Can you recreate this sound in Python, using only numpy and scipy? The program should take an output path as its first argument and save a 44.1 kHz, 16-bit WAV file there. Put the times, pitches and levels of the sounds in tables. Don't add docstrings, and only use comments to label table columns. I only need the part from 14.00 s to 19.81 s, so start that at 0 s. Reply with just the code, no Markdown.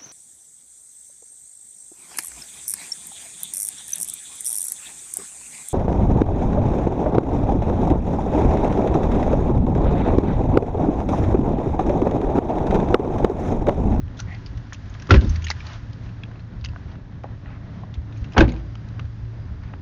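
import sys
import numpy as np
from scipy import signal
from scipy.fft import rfft, irfft
from scipy.io import wavfile
from scipy.ndimage import uniform_filter1d, minimum_filter1d

SR = 44100
rng = np.random.default_rng(int(sys.argv[2]) if len(sys.argv) > 2 else 0)


def natural_amplitude(level_db):
    exponent = np.asarray(level_db, float) / 20
    return 10 ** exponent


def wav_record(signal):
    frames = np.transpose(np.atleast_2d(signal))
    bounded = np.clip(frames, -1, 1)
    quanta = np.round(bounded * 32767).astype(np.int16)
    wavfile.write(sys.argv[1], SR, quanta)


N = 256397

# frequency in Hz, level in dB per Hz.
TRAFFIC = [(70, -30.5), (120, -8.5), (170, -12), (245, -17.5), (300, -23), (400, -30), (600, -30.5),
           (1300, -38.5), (2000, -40), (2350, -49.5), (4000, -51.5), (6200, -83), (7400, -69), (9000, -92)]
# frequency in Hz, level in dB per Hz.
RUMBLE = [(12, -20.5), (25, -5), (40, 2.5), (60, 3.5), (90, 5.5), (130, -8.5), (200, -21.5), (300, -68.5)]
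# frequency in Hz, level in dB per Hz.
FIBRES = [(590, -27.5), (1000, -4), (1150, -8), (1650, -4), (2090, -11), (6470, -20), (7400, -14.5),
          (9620, -61), (16300, -120)]
# time in seconds, level in dB.
MOVEMENT = [(0.0, -53.5), (0.37, -47), (0.62, -49), (0.99, -46), (1.6, -42), (1.87, -48), (2.5, -53.5),
            (2.81, -49.5), (2.96, -55), (3.66, -52.5), (3.99, -54), (4.3, -50), (4.62, -51.5), (4.91, -51),
            (5.81, -53.5)]
# time in seconds, pitch in Hz, level in dB.
HUM = [(0.0, 108.9, -55), (0.2, 108.2, -36.5), (0.58, 114.5, -37.5), (0.71, 108.9, -44.5),
       (1.6, 109.6, -42), (2.07, 111.1, -35.5), (2.74, 111.9, -38.5), (2.9, 108.5, -43.5),
       (4.24, 108.6, -33.5), (4.3, 110, -52), (4.65, 110.9, -38.5), (5.254, 113.7, -32), (5.6, 110.9, -40),
       (5.81, 105, -45)]
# frequency in Hz, level in dB.
HUM_OVERTONES = [(285.3, -56.5), (376.8, -65.5), (495.3, -79.5)]
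# start in seconds, peak in dB, pitch in Hz, length in cycles.
THUMPS = [(0.027, -20.5, 90, 1.9), (0.552, -21, 66, 2.5), (0.82, -47, 61, 3.7), (1.13, -12, 38.6, 1.3),
          (1.11, -11, 29, 2.2), (4.38, -12, 30, 1.8), (1.241, -15, 48, 5.5), (2.619, -25, 74.5, 4.4),
          (3.962, -20.5, 68, 3.4), (4.207, -18, 60, 2.3), (5.496, -25.5, 56.5, 2.8)]
# frequency in Hz, level in dB per Hz.
CLOTH = [(300, -26.5), (600, -5.5), (1200, -4), (2100, -9.5), (4000, -15.5), (7400, -21.5)]
# start in seconds, length in seconds, level in dB, treble dullness in dB.
SWISHES = [
    (1.151, 0.27, -46, -6),
    (1.613, 0.19, -43.5, -0.5),
    (2.014, 0.074, -52, -1),
    (2.864, 0.095, -54, 2),
    (3.428, 0.18, -49.5, 16),
    (3.7, 0.15, -58, -1),
    (4.121, 0.13, -55.5, -2),
    (4.313, 0.038, -50, 0),
    (4.429, 0.22, -51.5, 4.5),
    (5.597, 0.15, -54.5, 7),
]
# time in seconds, level in dB, upper resonance in Hz.
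CREAKS = [
    [(0.255, -59, 1850), (0.29, -47, 1950), (0.303, -50, 1930), (0.322, -42, 2040), (0.35, -47, 2060),
     (0.385, -56, 2050)],
]
# start in seconds, peak in dB, ring in Hz, decay t60 in seconds.
TRIM = [(.0802, -42.5, 3340, 0.014), (.3464, -41, 4540, 0.033), (.5736, -44, 5800, 0.04),
        (1.4197, -35, 6360, 0.058), (1.4676, -22, 1890, 0.042), (1.483, -28, 2552, .057),
        (1.6033, -33, 2390, 0.066), (2.0612, -46, 1550, 0.049), (2.0906, -44.5, 1710, 0.061),
        (2.2348, -45, 2602, 0.0063), (2.236, -36, 3300, 0.015), (2.3935, -48, 4320, 0.038),
        (2.642, -30.5, 1300, .012), (2.6863, -42, 4600, 0.026), (2.9148, -45, 4060, 0.043),
        (3.9514, -43, 2546, .028), (4.125, -44.5, 3580, 0.04), (4.2423, -37.5, 2840, 0.052),
        (4.479, -32.5, 2300, 0.041), (4.49, -33.5, 4270, 0.077), (4.52, -36, 3300, 0.03),
        (4.563, -39.5, 2720, .028), (5.0529, -47, 1670, 0.024), (5.2525, -49.5, 1848, 0.025)]
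# start in seconds, peak in dB, ring in Hz, decay t60 in seconds.
KEYS = [(.4614, -39, 4770, 0.052), (.857, -51, 1670, .028), (.9981, -40, 5500, 0.027),
        (1.2094, -31, 3850, .041), (1.2481, -41, 1820, 0.026), (1.3578, -29.5, 1870, 0.051),
        (1.4421, -30, 2880, 0.048), (1.9305, -41.5, 4620, 0.03), (2.6474, -26, 4560, 0.022),
        (2.6579, -27.5, 2800, 0.023), (3.9399, -36, 3530, 0.048), (4.8864, -45.5, 3800, .021)]
# start in seconds, peak in dB, ring in Hz, decay t60 in seconds.
BUCKLE = [(.17, -43.5, 3480, 0.13), (.19, -36, 1470, .11), (.1999, -29, 6350, 0.033),
          (.731, -32, 6800, 0.039), (.744, -37, 2820, 0.033), (.9398, -40, 3300, 0.028),
          (1.021, -36, 1640, 0.035), (1.07, -39, 1720, 0.028), (1.097, -38, 1364, 0.01),
          (1.294, -41, 4500, 0.044), (1.502, -20, 4600, 0.025), (1.511, -23, 1870, 0.037),
          (1.6666, -35.5, 4280, 0.035), (1.7314, -40, 3480, .038), (2.6114, -48, 3650, .027),
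          (4.3206, -43, 2680, 0.033), (4.334, -41, 2910, .03)]
# start in seconds, peak in dB, ring in Hz, decay t60 in seconds.
PADDED = [
    (.9497, -36, 1670, .028),
    (2.3136, -46, 1560, 0.016),
    (2.3565, -52, 2550, 0.043),
    (2.9527, -46, 1410, 0.053),
    (3.236, -41, 2060, 0.022),
    (4.5394, -42.5, 4000, 0.022),
    (4.7536, -36.5, 3000, .013),
    (4.9945, -28.5, 3050, 0.021),
    (5.6346, -43.5, 1770, .032),
]
# start in seconds, peak in dB, ring in Hz, decay t60 in seconds.
TAPS = [
    (.724, -34, 1770, 0.032),
    (2.761, -43, 1400, 0.015),
    (3.458, -46, 1940, 0.045),
    (5.736, -36, 1611, 0.015),
]
# start in seconds, peak in dB, ring in Hz, decay t60 in seconds.
KNOCKS = [
    (.292, -59, 750, 0.03),
    (2.7337, -51.5, 452, 0.021),
    (3.241, -43, 720, 0.033),
    (3.242, -40, 513, 0.068),
    (3.834, -49, 595, 0.029),
]
# its contacts, low part in dB, high part in dB.
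KINDS = [
    (TRIM, -25.5, -19),
    (KEYS, -22.5, -10),
    (BUCKLE, -8, -4.5),
    (PADDED, 0.5, -18),
    (TAPS, -3.5, -45),
    (KNOCKS, 19.7, -26),
]
# start in seconds, peak in dB, pitch in Hz, decay t60 in seconds.
PINGS = [(0.181, -50, 6300, 0.054), (.2, -43.5, 6980, 0.03), (.898, -44, 6440, 0.035), (.96, -60, 3300, .1),
         (1.246, -42, 3630, 0.052), (1.294, -33, 6200, 0.05), (1.503, -29, 1200, .03),
         (2.647, -36, 1600, .02), (2.648, -36, 6300, .02), (2.659, -37, 2050, .018),
         (1.358, -41, 4500, .03), (1.296, -45, 5670, 0.094), (1.445, -26, 6550, 0.036),
         (1.494, -38, 6020, .05), (1.503, -31, 885, 0.039), (1.596, -55, 5140, 0.18),
         (4.174, -47.5, 6480, 0.03), (4.341, -53.5, 5070, 0.076), (4.52, -37.5, 6600, 0.021)]
# start in seconds, peak in dB, pitch in Hz, decay t60 in seconds.
STRIKER = [(1.107, 0, 1373, .042), (1.09, -34, 1200, 0.043), (1.121, -17, 2800, .02),
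           (1.160, -26, 1700, .06), (1.178, -30, 1550, .08), (1.178, -39, 2850, .08),
           (1.141, -20, 1950, .04), (4.386, -11, 800, 0.06), (4.412, -9.5, 473, .04),
           (1.1065, -5.5, 1916, .03), (1.109, -12.5, 3400, .02), (1.11, -6, 357, .07),
           (1.113, -17, 720, .04), (1.143, -21, 2550, .03), (1.140, -20.5, 2200, 0.036),
           (4.367, -18, 270, 0.045), (4.3805, -12.5, 3200, 0.028), (4.380, -19.5, 5800, .02),
           (4.4075, -9, 1570, .045), (4.409, -16, 2550, .03), (4.409, -19, 3600, .025),
           (4.369, -13, 380, .045), (4.379, -11, 180, .14), (4.384, -11.5, 255, .12),
           (4.4105, -5, 320, .035), (4.47, -20.5, 240, 0.18)]
# start in seconds, peak in dB, pitch in Hz, decay t60 in seconds.
TRIM_RINGS = [(.196, -36, 1440, 0.034), (.200, -41, 820, .03), (.200, -41, 2650, .025),
              (.462, -44, 4804, .03), (.724, -29, 1760, .035), (.724, -38, 1174, .02),
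              (2.2347, -31.5, 2550, 0.021), (2.236, -34, 3300, .018), (2.236, -42.5, 1590, .04),
              (2.252, -46, 2600, .02), (2.314, -47, 1550, .025), (2.357, -47, 2600, .02),
              (2.394, -47, 2600, .02), (2.404, -50, 4300, 0.018), (2.611, -49, 4800, 0.017),
              (2.647, -27, 4565, .02), (2.648, -34, 5000, .025), (2.658, -34, 2750, .015),
              (2.659, -38, 3800, .014), (2.647, -35, 2100, .02), (2.647, -36, 3900, .02),
              (2.687, -48, 2650, 0.023), (2.735, -44, 1300, .02), (2.761, -32, 1500, .02),
              (2.762, -38, 684, .02), (2.761, -35, 1200, .016), (3.241, -37, 760, 0.037),
              (3.834, -35, 598, .025), (3.242, -38, 500, .04), (3.242, -40, 1000, .03),
              (3.459, -42, 1900, .04), (.293, -41, 750, .025), (3.835, -40, 1044, .03),
              (1.502, -22, 4650, .02), (1.502, -25, 2700, .02), (1.502, -27, 6300, .03),
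              (1.512, -24, 2000, .035), (1.358, -36, 1900, .04), (1.468, -28, 2900, .025),
              (1.483, -34, 4000, .025), (1.604, -38, 2300, .04), (1.667, -40, 4500, .025),
              (4.521, -42, 2150, .03), (4.124, -51, 2540, .03), (4.163, -49, 2450, .04),
              (4.322, -45, 2500, .04), (4.995, -37, 1200, .03), (5.736, -38, 1600, .025)]
# peak time in seconds, level in dB, pitch in Hz, rise in seconds, t60 in seconds.
BOOMS = [
    (1.132, -5, 90, 0.022, 0.083),
    (1.183, -3, 63, .035, 0.1),
    (1.225, -19, 65, .02, 0.094),
    (1.301, -19, 80.06, .045, 1.04),
    (4.4, -7.5, 67, 0.0272, .1),
    (4.427, -10, 58, 0.0198, 0.25),
    (4.45, -18.5, 108.5, 0.028, 0.2),
    (4.559, -27.5, 56.6, .08, 0.92),
]
# frequency in Hz, level in dB, decay t60 in seconds.
FIRST_PANEL = [(90, 16.5, 0.2), (125.5, -2.5, 0.48), (204, -3, 0.43), (343, 2.5, 0.14), (480, -7, 0.12),
               (900, -19, 0.081), (1500, -33.5, .05)]
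SECOND_PANEL = [(90, 7, 0.31), (130, -2.5, 0.63), (202, -4, 0.45), (286, 10.5, 0.13), (487, 2.5, 0.068),
                (930, -7.5, 0.13), (1544, -28.5, 0.044)]
# frequency in Hz, level in dB, decay t60 in seconds.
FIRST_RINGS = [(209.5, 5.9, 0.26), (347, 5.7, 0.023), (800, 2, 0.0069)]
SECOND_RINGS = [(184, -2, 0.044), (264, 0, 0.074), (338, -3, 0.051), (401, 11, 0.095), (800, 2, 0.016)]
# frequency in Hz, level in dB per Hz.
FIRST_LATCH = [(290, -20.5), (500, 3), (725, -22), (849, -17.5), (1220, -22), (1380, -18), (2210, -20.5),
               (3210, -22.5), (6390, -31.5), (7400, -29.5), (9620, -68), (16300, -120)]
SECOND_LATCH = [(290, -45), (500, -18.5), (803, -4.5), (1080, -14.5), (1580, -13), (2070, -16),
                (2560, -15.5), (2870, -18.5), (5840, -33.5), (7400, -26), (9620, -83.5), (16300, -120)]
# start in seconds, latch crack in dB, panel thud in dB, dullness in dB per octave.
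FIRST_BLOWS = [
    (1.091, -30.5, -23, 3.5),
    (1.099, -22, -32, 7.5),
    (1.1065, -5.5, -15.5, 1.1),
    (1.113, -28.5, -10.5, 0),
    (1.121, -19, -18, 2.2),
    (1.138, -16, -15, 3),
    (1.158, -24.5, -30, 2.5),
    (1.215, -35.5, -18.5, 5.5),
    (1.240, -54, -24.5, 3.5),
]
SECOND_BLOWS = [
    (4.344, -39, -31, 5.2),
    (4.364, -16, -21.5, 7.4),
    (4.378, -7, -10, 1.2),
    (4.387, -16, -18, 2.06),
    (4.405, -8.5, -15, 0.89),
    (4.411, -22, -17, 4),
    (4.425, -52, -35.5, 11),
    (4.438, -30.5, -26, 3.2),
    (4.478, -52, -24.5, 10.4),
    (4.53, -52, -37, 15),
]


def evened(x):
    return x / np.sqrt(np.mean(x ** 2) + 1e-20)


def curve(rows, t):
    s, *columns = np.transpose(rows)
    return [np.interp(t, s, c) for c in columns]


def coloured(x, points):
    f, db = np.transpose(points)
    hz = np.fft.rfftfreq(len(x), 1 / SR)
    gain = natural_amplitude(np.interp(np.log(hz + 1), np.log(f + 1), db))
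    return irfft(rfft(x) * gain, len(x))


def slow(rate_hz):
    z = rfft(rng.standard_normal(N))
    below = np.fft.rfftfreq(N, 1 / SR) < rate_hz
    return evened(irfft(z * below, N))


def resonate(x, hz, width):
    turn = np.exp(2j * np.pi * np.cumsum(hz * np.ones(len(x))) / SR)
    r = np.exp(-np.pi * width / SR)
    return 2 * (turn * signal.lfilter([1 - r], [1, -r], x / turn)).real


def add(mix, s, sound):
    part = mix[round(s * SR):][:len(sound)]
    part += sound[:len(part)]


def lot():
    cloth_db, = curve(MOVEMENT, np.arange(N) / SR)
    wash = evened(coloured(rng.standard_normal(N), TRAFFIC)) * natural_amplitude(-42 + 2.02 * slow(6.7))
    rumble = evened(coloured(rng.standard_normal(N), RUMBLE)) * natural_amplitude(-38 + 2.6 * slow(7.1))
    fibres = rng.standard_normal(N) * natural_amplitude(0.5 * slow(170.0))
    rustle = evened(coloured(fibres, FIBRES)) * natural_amplitude(cloth_db - 6.5)
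    return wash + rumble + rustle


def hum():
    hz, db = curve(HUM, np.arange(N) / SR)
    out = natural_amplitude(db + 2.2 * slow(13.0)) * np.sin(2 * np.pi * np.cumsum(hz) / SR)
    for line_hz, line_db in HUM_OVERTONES:
        level = natural_amplitude(line_db + 3.4 * slow(2.3))
        phase = 2 * np.pi * np.cumsum(line_hz * (1 + 0.002 * slow(3.0))) / SR
        out += level * np.sin(phase)
    return np.sqrt(2) * out


def whine():
    start_s, hz, width_hz, level_db = 4.45, 4880, 150, -75
    since = np.arange(N) / SR - start_s
    line = resonate(resonate(rng.standard_normal(N), hz, width_hz), hz, width_hz)
    return evened(line) * natural_amplitude(level_db + 2.5 * slow(6.5) - 3.0 * since) * (since > 0)


def thump(db, hz, cycles):
    t = np.arange(round(cycles / hz * SR)) / SR
    return natural_amplitude(db) * np.sin(2 * np.pi * hz * t) * np.hanning(len(t))


def swish(length, db, dull_db):
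    count = round(length * SR)
    clumps = natural_amplitude(9.7 * uniform_filter1d(rng.standard_normal(SR // 2), size=150))
    cloth = coloured(rng.standard_normal(SR // 2), CLOTH)
    cloth = coloured(cloth, [(2500, 0.0037), (5000, -dull_db)])
    return natural_amplitude(db) * evened(cloth * clumps)[:count] * signal.windows.tukey(count, 0.6)


def creak(rows):
    t = np.arange(rows[0][0], rows[-1][0], 1 / SR)
    db, hz = curve(rows, t)
    jerks = rng.random(len(t)) < 900 / SR
    slips = rng.standard_normal(len(t)) * (0.47 + 2.0 * jerks)
    seat = evened(resonate(resonate(slips, hz, 270.0), hz, 500.0))
    seat += 0.47 * evened(resonate(slips, 0.39 * hz, 150.0))
    seat += 0.25 * evened(resonate(slips, 1.15 * hz, 150.0))
    return natural_amplitude(db) * seat * signal.windows.tukey(len(t), 0.3)


def click(db, hz, low_db, high_db, t60, noise):
    t = np.arange(len(noise)) / SR
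    burst = noise * natural_amplitude(-60 * t / np.clip(t60, 0.004, 0.2)) * np.minimum(t / 0.00063, 1)
    scratch = coloured(burst, [(200, low_db - 14.0), (800, low_db + 8.0), (2500, 0.024),
                               (5500, high_db + 3.5), (9000, high_db + 6.5)])
    ring = resonate(resonate(burst, hz, 150 + hz / 6), hz, 300 + hz / 4)
    sound = evened(scratch) + 0.33 * evened(ring)
    middle = coloured(sound, [(1300, -40), (1500, 0), (4000, 0), (4400, -40)])
    return natural_amplitude(db) * sound / abs(middle).max()


def ping(db, hz, t60):
    t = np.arange(round(t60 * SR)) / SR
    pair = np.sin(2 * np.pi * hz * t) + 0.5 * np.sin(2 * np.pi * 1.035 * hz * t)
    return natural_amplitude(db - 60 * t / t60) * pair * np.minimum(t / 0.00039, 1)


def bodywork(x):
    t = np.arange(SR // 3) / SR
    taps = rng.standard_normal(len(t)) * (rng.random(len(t)) < 2000 / SR) * (t > 0.004)
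    bright = taps * natural_amplitude(-60 * t / 0.056)
    dull = coloured(taps, [(100, -10.0), (250, 3.5), (600, -1.0), (2000, -17), (7000, -20.5)])
    dull = dull * natural_amplitude(-60 * t / 0.53)
    return signal.oaconvolve(x, 0.061 * bright + 0.013 * dull)[:N]


def boom(s, db, hz, rise, t60):
    t = np.arange(-rise, t60, 1 / SR)
    turn = 2 * np.pi * hz * (t + rise)
    swell = np.sin(np.pi / 2 * np.minimum(1 + t / rise, 1)) ** 2
    decay = natural_amplitude(db - 60 * np.maximum(t, 0) / t60)
    tone = np.sin(turn) + 0.12 * np.sin(2 * turn)
    return s - rise, np.sqrt(2) * swell * decay * tone


def panel(spread, rings, count):
    f, db, t60 = np.transpose(spread)
    place = np.log(np.geomspace(f[0], f[-1], count)) + 0.036 * rng.standard_normal(count)
    mode_db = np.interp(place, np.log(f), db)
    mode_t60 = np.interp(place, np.log(f), t60)
    dense = np.transpose([np.exp(place), mode_db, mode_t60])
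    t = np.arange(SR // 2) / SR
    ring = np.zeros(len(t))
    for hz, level_db, decay_s in [*dense, *rings]:
        ring += natural_amplitude(level_db - 60 * t / decay_s) * np.sin(2 * np.pi * (hz * t + rng.random()))
    return ring * np.sin(np.pi / 2 * np.minimum(t / 0.003, 1)) ** 2


def slam(blows, latch, body):
    crack, push, t = np.zeros(N), np.zeros(N), np.arange(8192) / SR
    for (s, crack_db, thud_db, dull_db), noise in zip(blows, rng.standard_normal((len(blows), 2, 8192))):
        t60 = 0.032 + 0.022 * dull_db
        rise = 0.00067 + 0.00081 * dull_db
        start = np.minimum(t / max(rise, 1e-4), 1)
        grit = coloured(noise[0], latch)
        grit = coloured(grit, [(250, -17.5), (500, -11.0), (1000, 0.0), (8000, -3 * dull_db)])
        add(crack, s, evened(grit) * start * natural_amplitude(crack_db - 60 * t / t60))
        add(push, s, noise[1] * start * natural_amplitude(thud_db - 60 * t / 0.021))
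    return crack + 0.056 * signal.oaconvolve(push, body)[:N]


def scene():
    near = slam(FIRST_BLOWS, FIRST_LATCH, panel(FIRST_PANEL, FIRST_RINGS, count=70))
    near += slam(SECOND_BLOWS, SECOND_LATCH, panel(SECOND_PANEL, SECOND_RINGS, count=70))
    for rows, low_db, high_db in KINDS:
        for (s, db, hz, t60), noise in zip(rows, rng.standard_normal((len(rows), 8192))):
            add(near, s, click(db, hz, low_db, high_db, t60, noise))
    for s, *look in PINGS + STRIKER + TRIM_RINGS:
        add(near, s, ping(*look))
    for rows in CREAKS:
        add(near, rows[0][0], creak(rows))
    for s, *look in SWISHES:
        add(near, s, swish(*look))
    near = near + bodywork(near)
    for row in BOOMS:
        add(near, *boom(*row))
    for s, *look in THUMPS:
        add(near, s, thump(*look))
    return (near + lot() + hum() + whine())[None]


def roll_off(x):
    return signal.sosfilt(signal.butter(12, 7550, fs=SR, output="sos"), x)


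def record(dry):
    narrow = coloured(dry[0], [(5800, 0), (6700, -5), (7540, -24), (7560, -60), (7650, -100)])
    reach = -minimum_filter1d(-abs(narrow), size=241)
    gain = np.minimum(0.9 / reach, 1)
    held = narrow * uniform_filter1d(uniform_filter1d(gain, size=121), size=121)
    held = coloured(held, [(7550, 0), (7800, -40)])
    return roll_off(held[None])


dry = scene()
out = record(dry)
wav_record(out)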